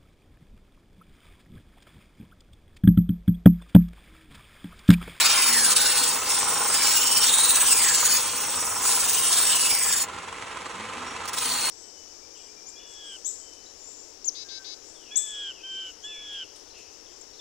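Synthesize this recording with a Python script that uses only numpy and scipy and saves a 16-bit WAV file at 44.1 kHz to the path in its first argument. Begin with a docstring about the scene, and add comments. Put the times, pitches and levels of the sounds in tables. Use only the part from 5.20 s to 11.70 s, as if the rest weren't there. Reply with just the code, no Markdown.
"""Outdoors, distant traffic: a knife is sharpened on a stone wheel pedalled from a standing bicycle.
The chain ticks, the loose spindle rattles, knocks and squeaks once, and the drive drones in the frame.
Grit rasps the steel; the blade's resonances glide as the contact point slides along it.
Rasp and rattle throb once a turn. The blade is lifted for a moment, then touches down again."""
import sys
import numpy as np
from scipy import signal
from scipy.fft import rfft, irfft, next_fast_len
from scipy.io import wavfile
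from scipy.ndimage import map_coordinates

SR = 44100
rng = np.random.default_rng(int(sys.argv[2]) if len(sys.argv) > 2 else 0)


def file_out(sig):
    """Save sig as 16-bit WAV at sys.argv[1]."""
    # one column per channel
    cols = np.atleast_2d(sig).T
    # limit, then scale
    lim = np.clip(cols, -1, 1)
    pcm = np.round(lim * 32767).astype(np.int16)
    wavfile.write(sys.argv[1], SR, pcm)


N = 286650

# Spectra of traffic, chain, spindle and rasp. Each row: frequency in Hz, relative density in dB.
TRAFFIC_SPECTRUM = [(20, -40), (32, -6), (50, -7), (65, -2), (95, -3), (140, -12), (240, -1), (400, -0.5),
                    (1000, -8), (3000, -9), (10000, -27)]
CHAIN_SPECTRUM = [(200, -8), (800, -4), (1400, 0), (2100, 6), (3300, -6.5), (4400, -18), (7500, -10),
                  (10000, -9), (12500, -54), (15700, -55)]
SPINDLE_SPECTRUM = [(60, -17), (200, -13.5), (400, -12.5), (680, -11.5), (850, -2.5), (1300, 0.5),
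                    (1700, -8.5), (2600, -9.5), (3400, -10), (4500, -15), (7500, -14.5), (10000, -19.5),
                    (12500, -63), (15700, -65)]
RASP_SPECTRUM = [(40, -65), (150, -23), (400, -26.5), (1000, -12.5), (2000, -12), (3000, -7.5),
                 (4300, -7.5), (5200, -4), (6300, -5.5), (7300, -3.5), (8800, -1.5), (10200, -2),
                 (11000, -18.5), (14000, -18), (15000, 0), (15700, -2.5)]
# Steady resonances of street, bicycle frame and blade. Each row: centre in Hz, width in Hz, lift in dB.
TRAFFIC_BOOMS = [(97, 14, 6), (132, 10, 7.5), (176.3, 7.4, 12)]
FRAME_MODES = [(237, 56, 3.5), (482.4, 36.6, 14), (820, 45, 7), (1028, 42, 6.5), (2680, 40, 5.5)]
BLADE_MODES = [(3757, 25, 3), (4620, 45, 4), (5446, 45, 4), (5944, 55, 3), (6815, 30, 5), (8939, 45, 4)]
# Reflections off ground, frame and wall. Each row: delay in seconds, gain in dB.
YARD_ECHOES = [(.0031, -14), (.0074, -17), (0.011, -17), (0.019, -20.5), (0.026, -24.5)]
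# Phase between the microphone ports. Each row: frequency in Hz, lead of the left in radians.
PORT_LEAD_RAD = [(300, 0), (470, .3), (580, -.7), (800, .5), (1150, -.2), (2600, .25), (4100, 0),
                 (4650, -1.4), (5050, -3.1), (5800, -6.1), (7000, -6.45), (9800, -8.3), (11600, -9.4),
                 (13800, -9.45), (15700, -10.2)]
# Port balance. Each row: frequency in Hz, left minus right in dB.
PORT_BALANCE_DB = [(330, 0), (510, 5), (640, -4), (850, -1), (1400, -5), (2100, -2), (2800, 1), (3700, 0),
                   (4400, 4), (6000, 0)]
# Port likeness. Each row: frequency in Hz, coherence from 0 to 1.
PORT_COHERENCE = [(60, .998), (140, .92), (250, .8), (600, .65), (1200, .9), (2600, .72), (3800, .9),
                  (5300, .65), (6700, .88), (10400, .8), (11700, .995), (13800, .995), (15000, .8)]
# Wheel speed, surging with the pedalling. Each row: time in seconds, turns per second.
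WHEEL_SPEED_HZ = [(0, 17.25), (.4, 18.25), (.8, 18), (1.2, 20.25), (1.5, 22.125), (1.8, 19.625),
                  (2.1, 18.125), (2.4, 18.25), (2.7, 17.75), (3, 18.875), (3.3, 21.375), (3.7, 23.25),
                  (4, 20.75), (4.3, 21.875), (4.7, 21.875), (5.1, 20.875), (5.5, 21.375), (6, 22.75),
                  (6.5, 23.5)]
# Rattle, fading as the listener steps back. Each row: time in seconds, relative level in dB.
RATTLE_LEVEL_DB = [(0, -33.5), (1, -33.5), (1.35, -31.5), (1.7, -35), (2.3, -33), (3.2, -36), (4.4, -38),
                   (4.7, -40.5), (6.5, -38)]
# Blows of link on sprocket and spindle on bearing. Each row: start in seconds, peak in dB.
LINK_CLINKS = [(5.088, -34), (5.546, -37), (5.654, -36), (5.688, -36), (5.72, -37), (5.771, -36)]
BEARING_KNOCKS = [(1.127, -26), (1.228, -24), (1.328, -26), (1.415, -21), (1.503, -24), (1.68, -23),
                  (2.188, -21), (2.429, -25), (2.828, -19), (3.474, -24), (3.565, -25), (3.606, -30),
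                  (3.654, -21.5), (3.69, -26), (3.733, -26), (3.774, -22), (3.863, -22.5), (4.106, -27),
                  (4.202, -21.5), (4.346, -25), (4.527, -28)]
# Modes those blows ring. Each row: frequency in Hz, relative level in dB, T60 in seconds.
LINK_MODES = [(2200, -4, .025), (2690, -2, .03), (2965, 0, .03), (3330, -5, .03), (3950, -5, .025)]
BEARING_MODES = [(830, -5, .016), (985, 0, .022), (1150, -4, .014), (1320, -2, .014)]
# Tones: drive in the frame, spindle squeak (one row), lowest bending mode of the blade (one row).
# Each row: peak time, rise and fall in seconds, pitch in Hz, glide in Hz per second, level in dB.
FRAME_DRONES = [(.55, 0.034, .09, 488, -1, -42), (.86, 0.091, 0.064, 483, 0.5, -42),
                (5.62, .04, .04, 220, 350.5, -46.5), (5.82, 0.053, 0.15, 250, -47, -49),
                (6.28, .07, .16, 247.6, -19, -50)]
SPINDLE_SQUEAK = (5.885, .03, .06, 5600, 2000, -44)
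BLADE_HUM = (.32, .045, .16, 237, -115, -41.5)
# Blade on stone, one list before the lift and one after.
# Each row: time in seconds, relative rasp level in dB, relative low-treble bite in dB.
BLADE_PASSES = [
    [(0.0, -23, 2.5), (0.21, -24, -1.5), (0.43, -21.5, -10), (0.75, -25, -1.5), (0.84, -23.5, -4.5),
     (1.02, -33, -9), (1.13, -25.5, -7.5), (1.4, -27.5, -14), (1.65, -24, -5), (1.82, -24, -7.5),
     (2.09, -22, -4), (2.67, -23, -10.5), (2.95, -22.5, -6), (3.03, -28.5, -9.5), (3.29, -31, -10.5),
     (3.37, -28.5, -10.5), (3.5, -29, -30), (3.6, -31.5, -16), (3.7, -20.5, -14), (3.79, -26.5, -9.5),
     (4.3, -22.5, -7), (4.56, -25.5, -6.5), (4.63, -24, -14), (4.82, -25.5, -9.5)],
    [(6.18, -33, -4), (6.35, -30, 0), (6.5, -29, -2)],
]
# Blade hops off the stone. Each row: centre in seconds, half length in seconds, depth in dB.
BLADE_HOPS = [(0.543, 0.013, -13), (0.574, 0.0049, -5), (1.58, 0.0072, -1)]
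# Brief presses of steel on stone. Each row: start in seconds, hold in seconds, relative level in dB.
BLADE_TOUCHES = [(.516, 0.02, -24), (0.562, 0.019, -29), (1.541, 0.017, -30), (2.482, 0.045, -32.5),
                 (2.595, 0.075, -36), (3.651, 0.0069, -26), (6.054, 0.0045, -38.5), (6.076, 0.02, -35.5),
                 (6.131, 0.0043, -33), (6.138, .012, -37), (6.183, .002, -26)]
# Resonances following the contact point.
# Each row: start and end in seconds, start, middle and end pitch in Hz, lift in dB, width in Hz.
BLADE_GLIDES = [ (0, .04, 4000, 3960, 3900, 7, 220), (.1, .3, 2600, 2450, 2150, 4.5, 500),
                (.3, .44, 4380, 4330, 4220, 8, 300), (.33, .52, 1980, 1660, 1320, 19, 240),
                (0.295, 0.514, 5100, 5160, 5000, 5, 300), (.15, .5, 9300, 9750, 9550, 9, 550),
                (0.495, .9, 9350, 9300, 8700, 7, 500), (.51, .63, 3980, 3900, 3750, 10, 380),
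                (.71, .9, 4120, 4220, 4500, 9, 320), (0.577, 0.796, 5450, 5270, 5480, 1, 260),
                (.6, .76, 1400, 1600, 2100, 9, 350), (1.12, 1.605, 8650, 8640, 8500, 9, 700),
                (1.12, 1.5, 5430, 5700, 5500, 5, 500), (1.5, 1.7, 5000, 4790, 4400, 7, 350),
                (1.79, 2.06, 2880, 3000, 3200, 15, 240), (1.77, 2.04, 5300, 5430, 5600, 9, 280),
                (1.85, 2.477, 8580, 8840, 8400, 8, 700), (2.08, 2.34, 3720, 3910, 4080, 12.5, 330),
                (2.49, 2.74, 3050, 2100, 1620, 15.5, 300), (2.82, 2.92, 1620, 1580, 1560, 10, 300),
                (2.5, 2.62, 5000, 5030, 4730, 10, 300), (2.56, 2.95, 8740, 7200, 6640, 9, 580),
                (2.69, 2.95, 4400, 4400, 4440, 9, 300), (3.047, 3.596, 8500, 8170, 8100, 6.5, 650),
                (3.054, 3.602, 5720, 5680, 5360, 7, 600), (3.87, 4.15, 2780, 2930, 3300, 9.5, 300),
                (4.15, 4.25, 3800, 3950, 3950, 6, 550), (4.225, 4.337, 8500, 8200, 7840, 10.5, 400),
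                (4.29, 4.48, 3060, 2870, 2600, 13, 340), (4.3, 4.8, 5070, 4920, 4630, 7, 380),
                (4.54, 4.76, 2300, 1870, 1570, 12, 290), (4.58, 4.84, 8590, 7470, 7000, 11.5, 600),
                (6.29, 6.5, 4400, 4320, 4260, 13.5, 230), (6.25, 6.498, 9100, 9300, 9250, 5, 550),
                (6.308, 6.504, 7000, 6840, 6900, 0, 302)]
# Modes damped while the stone touches their node.
# Each row: start and end in seconds, centre in Hz, width in Hz, depth in dB.
NODE_DIPS = [(0, 0.553, 6000, 600, -1), (1.12, 1.5, 7360, 600, -1), (1.722, 2.032, 3500, 500, -4),
             (1.716, 2.1, 9170, 900, -7), (2.133, 2.44, 5170, 1100, -11), (4.2, 4.798, 6100, 499, -4),
             (4.584, 4.82, 3820, 596, -3), (6.248, 6.5, 5130, 1000, -10)]

GLIDE_FADE_S = .06


def amp(db):
    """Decibels to gain."""
    return 10 ** (np.asarray(db) / 20)


def unit(x):
    """Scale to rms 1."""
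    return x / np.sqrt(np.mean(x ** 2) + 1e-20)


def along(points, hz):
    """(Hz, value) points read on a log axis."""
    knots_hz, values = np.transpose(points)
    return np.interp(np.log(hz + 1), np.log(knots_hz + 1), values)


def curves(rows, t):
    """Each column after the time, read at times t."""
    knots_s, *columns = np.transpose(rows)
    return [np.interp(t, knots_s, column) for column in columns]


def during(start_s, end_s, t, fade_s):
    """1 from start to end, fading outside."""
    return np.clip(1 + np.minimum(t - start_s, end_s - t) / fade_s, 0, 1)


def wobble(rate_hz):
    """Smooth random curve, rate_hz knots a second."""
    knots = rng.standard_normal(int(N * rate_hz / SR) + 4)
    return map_coordinates(knots, [np.arange(N) * rate_hz / SR])


def patches(shape, bins, frames):
    """Smooth random field over frequency and time, rms 1."""
    window = np.outer(np.hanning(bins), np.hanning(frames))
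    return unit(signal.fftconvolve(rng.standard_normal(shape), window, "same"))


def filtered(x, response):
    """Apply a frequency response."""
    size = next_fast_len(N + SR // 4)
    return irfft(rfft(x, size) * response(np.fft.rfftfreq(size, 1 / SR)), size)[..., :N]


def resonance(hz, centre_hz, width_hz, lift_db):
    """Gain of a peak or dip on a flat response."""
    return np.sqrt(1 + (amp(lift_db) ** 2 - 1) / (1 + (2 * (hz - centre_hz) / width_hz) ** 2))


def coloured(x, spectrum, modes):
    """Shape x by a spectrum and steady resonances, rms 1."""
    peaks = lambda hz: np.prod([resonance(hz, *mode) for mode in modes], axis=0)
    return unit(filtered(x, lambda hz: amp(along(spectrum, hz)) * peaks(hz)))


def grainy_noise(grain_gain, rate_hz, spread_db):
    """Two channels of noise plus tiny impacts at shared random moments, rms 1."""
    noise = rng.standard_normal((2, N))
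    struck = rng.random(N) < rate_hz / SR
    sizes = amp(spread_db * np.clip(rng.standard_normal(N), -2, 2))
    grains = unit(struck * sizes * rng.standard_normal((2, N)))
    return unit(noise + grain_gain * grains)


def traffic():
    """Steady low murmur of a distant street."""
    level_db = -46 + .56 * wobble(3.9)
    return amp(level_db) * coloured(rng.standard_normal((2, N)), TRAFFIC_SPECTRUM, TRAFFIC_BOOMS)


def yard(x, drift_s):
    """Hard surfaces add weak echoes; their paths drift as the microphone is carried about."""
    n = np.arange(N)
    out = x.copy()
    for delay_s, db in YARD_ECHOES:
        delayed = n - SR * (delay_s + drift_s * wobble(2.5))
        out += amp(db) * np.array([np.interp(delayed, n, side, left=0) for side in x])
    return out


def ports(pair):
    """Two unrelated signals become left and right at a close pair of microphone ports."""
    mix_rad = lambda hz: np.arccos(np.clip(along(PORT_COHERENCE, hz), -1, 1)) / 2
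    common, apart = filtered(pair, lambda hz: np.array([np.cos(mix_rad(hz)), np.sin(mix_rad(hz))]))
    sides = np.array([[.5], [-.5]])
    balance = lambda hz: amp(sides * along(PORT_BALANCE_DB, hz))
    lead = lambda hz: np.exp(1j * sides * along(PORT_LEAD_RAD, hz))
    return filtered(np.array([common + apart, common - apart]), lambda hz: balance(hz) * lead(hz))


def chain(turn_cos):
    """Links tick lightly over the sprockets and ring the frame."""
    ticks = grainy_noise(1.8, rate_hz=450, spread_db=-.5)
    return amp(-44) * coloured(ticks * amp(1.2 * turn_cos), CHAIN_SPECTRUM, FRAME_MODES)


def spindle(t, speed_hz, turn_cos, cruise_hz=20.6, db_per_hz=.6, throb_db=2.6):
    """The loose spindle rattles the frame, hardest once a turn, louder at speed."""
    rattle = grainy_noise(.49, rate_hz=900, spread_db=1.5)
    throb = amp(throb_db * turn_cos + 1.2 * wobble(170))
    level_db = curves(RATTLE_LEVEL_DB, t)[0] + db_per_hz * (speed_hz - cruise_hz) + .7
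    return amp(level_db) * coloured(rattle * throb, SPINDLE_SPECTRUM, FRAME_MODES)


def strikes(blows, modes, attack_s, scatter_db=4):
    """Each blow rings the same modes, slightly detuned and in a new mix."""
    out, t = np.zeros(N + SR), np.arange(SR // 8) / SR
    hz, mode_db, t60_s = np.transpose(modes)[:, :, None]
    for start_s, peak_db in blows:
        mix, detune, phase = rng.standard_normal((3, len(modes), 1))
        decay = amp(mode_db + scatter_db * mix - 60 * t / t60_s)
        partials = decay * np.sin(2 * np.pi * (hz * (1 + .014 * detune) * t + phase))
        ring = partials.sum(axis=0) * (1 - np.exp(-t / attack_s))
        out[round(start_s * SR):][:len(t)] += amp(peak_db) * ring / np.abs(ring).max()
    return out[:N] * np.array([[1], [0]])  # common to both ports


def tone(row, t, waver_hz):
    """One vibration swells, glides and dies away, wavering in pitch and strength."""
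    peak_s, rise_s, fall_s, hz, glide_hz_per_s, db = row
    age_s = t - peak_s
    pitch_hz = hz + glide_hz_per_s * np.clip(age_s, -2 * rise_s, 2 * fall_s)
    phase = 2 * np.pi * np.cumsum(pitch_hz + waver_hz * wobble(3 * waver_hz)) / SR
    swell = np.exp(np.minimum(age_s / rise_s, -age_s / fall_s))
    return amp(db + 1.5 * wobble(27.7)) * swell * np.sqrt(2) * np.sin(phase)


def sliding_contact(hz, t, chatter_db, droop=.3, tremble_hz=30, notch_below_hz=520):
    """Gain of the resonances that follow the trembling contact point in arcs, strongest midway."""
    gain = np.ones((len(hz), len(t)))
    for start_s, end_s, *pitches_hz, mid_db, width_hz in BLADE_GLIDES:
        position = np.clip(2 * (t - start_s) / (end_s - start_s) - 1, -1, 1)
        arc = np.polyfit([-1, 0, 1], np.log(pitches_hz), 2)
        centre_hz = np.exp(np.polyval(arc, position)) + tremble_hz * rng.standard_normal(len(t))
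        lift_db = mid_db * (1 - droop * position ** 2) + chatter_db
        lift_db *= during(start_s, end_s, t, GLIDE_FADE_S)
        gain *= resonance(hz, centre_hz, width_hz, lift_db / 2) ** 2  # steep skirts
        gain /= resonance(hz, centre_hz - notch_below_hz, width_hz=240, lift_db=.3 * lift_db)
    return gain


def blade(x, chatter_db, weak_modes_db=2.7, flutter_db=1.5):
    """The blade colours the rasp: gliding resonances over many weak shifting ones."""
    bins_hz, t, spectra = signal.stft(x, SR, nperseg=1024, noverlap=768)
    hz = bins_hz[:, None]
    chatter_db = np.interp(t, np.arange(N) / SR, chatter_db)
    gain = sliding_contact(hz, t, chatter_db)
    for start_s, end_s, centre_hz, width_hz, depth_db in NODE_DIPS:
        gain *= resonance(hz, centre_hz, width_hz, depth_db * during(start_s, end_s, t, GLIDE_FADE_S))
    # Weak resonances give way to a strong one.
    gain *= amp(weak_modes_db * patches(gain.shape, bins=7, frames=37) / np.maximum(gain, 1))
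    # Resonances share the energy; a flatter blade bites more in the low treble.
    low_rms, high_rms = [np.sqrt(np.mean(gain[(bins_hz > from_hz) & (bins_hz < to_hz)] ** 2, axis=0))
                         for from_hz, to_hz in [(2200, 4600), (5500, 10000)]]
    bite_db = curves(np.vstack(BLADE_PASSES), t)[1] + 6.55 + chatter_db / 2
    low_share = along([(4400, .72), (6200, .023)], hz)
    flutter = amp(flutter_db * patches(gain.shape, bins=61, frames=5))  # grit catches and lets go
    gain *= flutter * (amp(bite_db) / low_rms) ** low_share / high_rms ** (1 - low_share)
    return signal.istft(spectra * gain, SR, nperseg=1024, noverlap=768)[1][:, :N]


def hand_pressure(t, landing_s=.034, attack_s=.002, release_s=.003):
    """Steel pressed on stone, as a gain: two passes, with hops and brief touches."""
    pressure = sum(amp(curves(rows, t)[0]) * during(rows[0][0], rows[-1][0], t, landing_s)
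                   for rows in BLADE_PASSES)
    for centre_s, half_s, depth_db in BLADE_HOPS:
        pressure *= amp(depth_db * np.exp(-((t - centre_s) / half_s) ** 2))
    for start_s, hold_s, db in BLADE_TOUCHES:
        onset = np.clip((t - start_s) / attack_s, 0, 1)
        pressure += amp(db) * onset * np.exp(-np.maximum(t - start_s - hold_s, 0) / release_s)
    return pressure


def rasp(t, turn_cos, firm_db=-23):
    """Grit cuts the steel, which shudders and rings harder once a turn."""
    grit = grainy_noise(.56, rate_hz=4500, spread_db=.5)
    pressure = hand_pressure(t)
    lightness = np.clip(1 - pressure / amp(firm_db), 0, 1)
    chatter_db = (1.2 + 6.5 * lightness) * turn_cos  # deeper under a light hand
    shudder_db = (-2 + 3.1 * lightness) * turn_cos + .7 * wobble(60) + .5 * wobble(350)
    hiss = blade(coloured(grit, RASP_SPECTRUM, BLADE_MODES), chatter_db)
    return amp(5.7 + shudder_db) * pressure * hiss


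def scene():
    """One wheel paces rasp, rattle and chain; blows, tones and traffic join them."""
    t = np.arange(N) / SR
    speed_hz, = curves(WHEEL_SPEED_HZ, t)
    turns = np.cumsum(speed_hz) / SR
    turn_cos = np.cos(2 * np.pi * (turns - .53))  # 1 at the stone's high spot
    machine = rasp(t, turn_cos) + spindle(t, speed_hz, turn_cos) + chain(turn_cos)
    machine += strikes(BEARING_KNOCKS, BEARING_MODES, attack_s=.00086)
    machine += strikes(LINK_CLINKS, LINK_MODES, attack_s=.001)
    drones = sum(tone(row, t, waver_hz=10) for row in FRAME_DRONES)
    squeak = tone(SPINDLE_SQUEAK, t, waver_hz=170)
    hum = tone(BLADE_HUM, t, waver_hz=3.51)
    return ports(yard(machine, drift_s=.00015) + traffic()) + drones + squeak + hum


def record(dry):
    """The microphone sheds the deepest bass and all above its band limit."""
    bass_hz, top_hz = 38, 15800
    return filtered(dry, lambda hz: (hz < top_hz) * hz ** 4 / np.hypot(hz ** 4, bass_hz ** 4))


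dry = scene()
out = record(dry)
file_out(out)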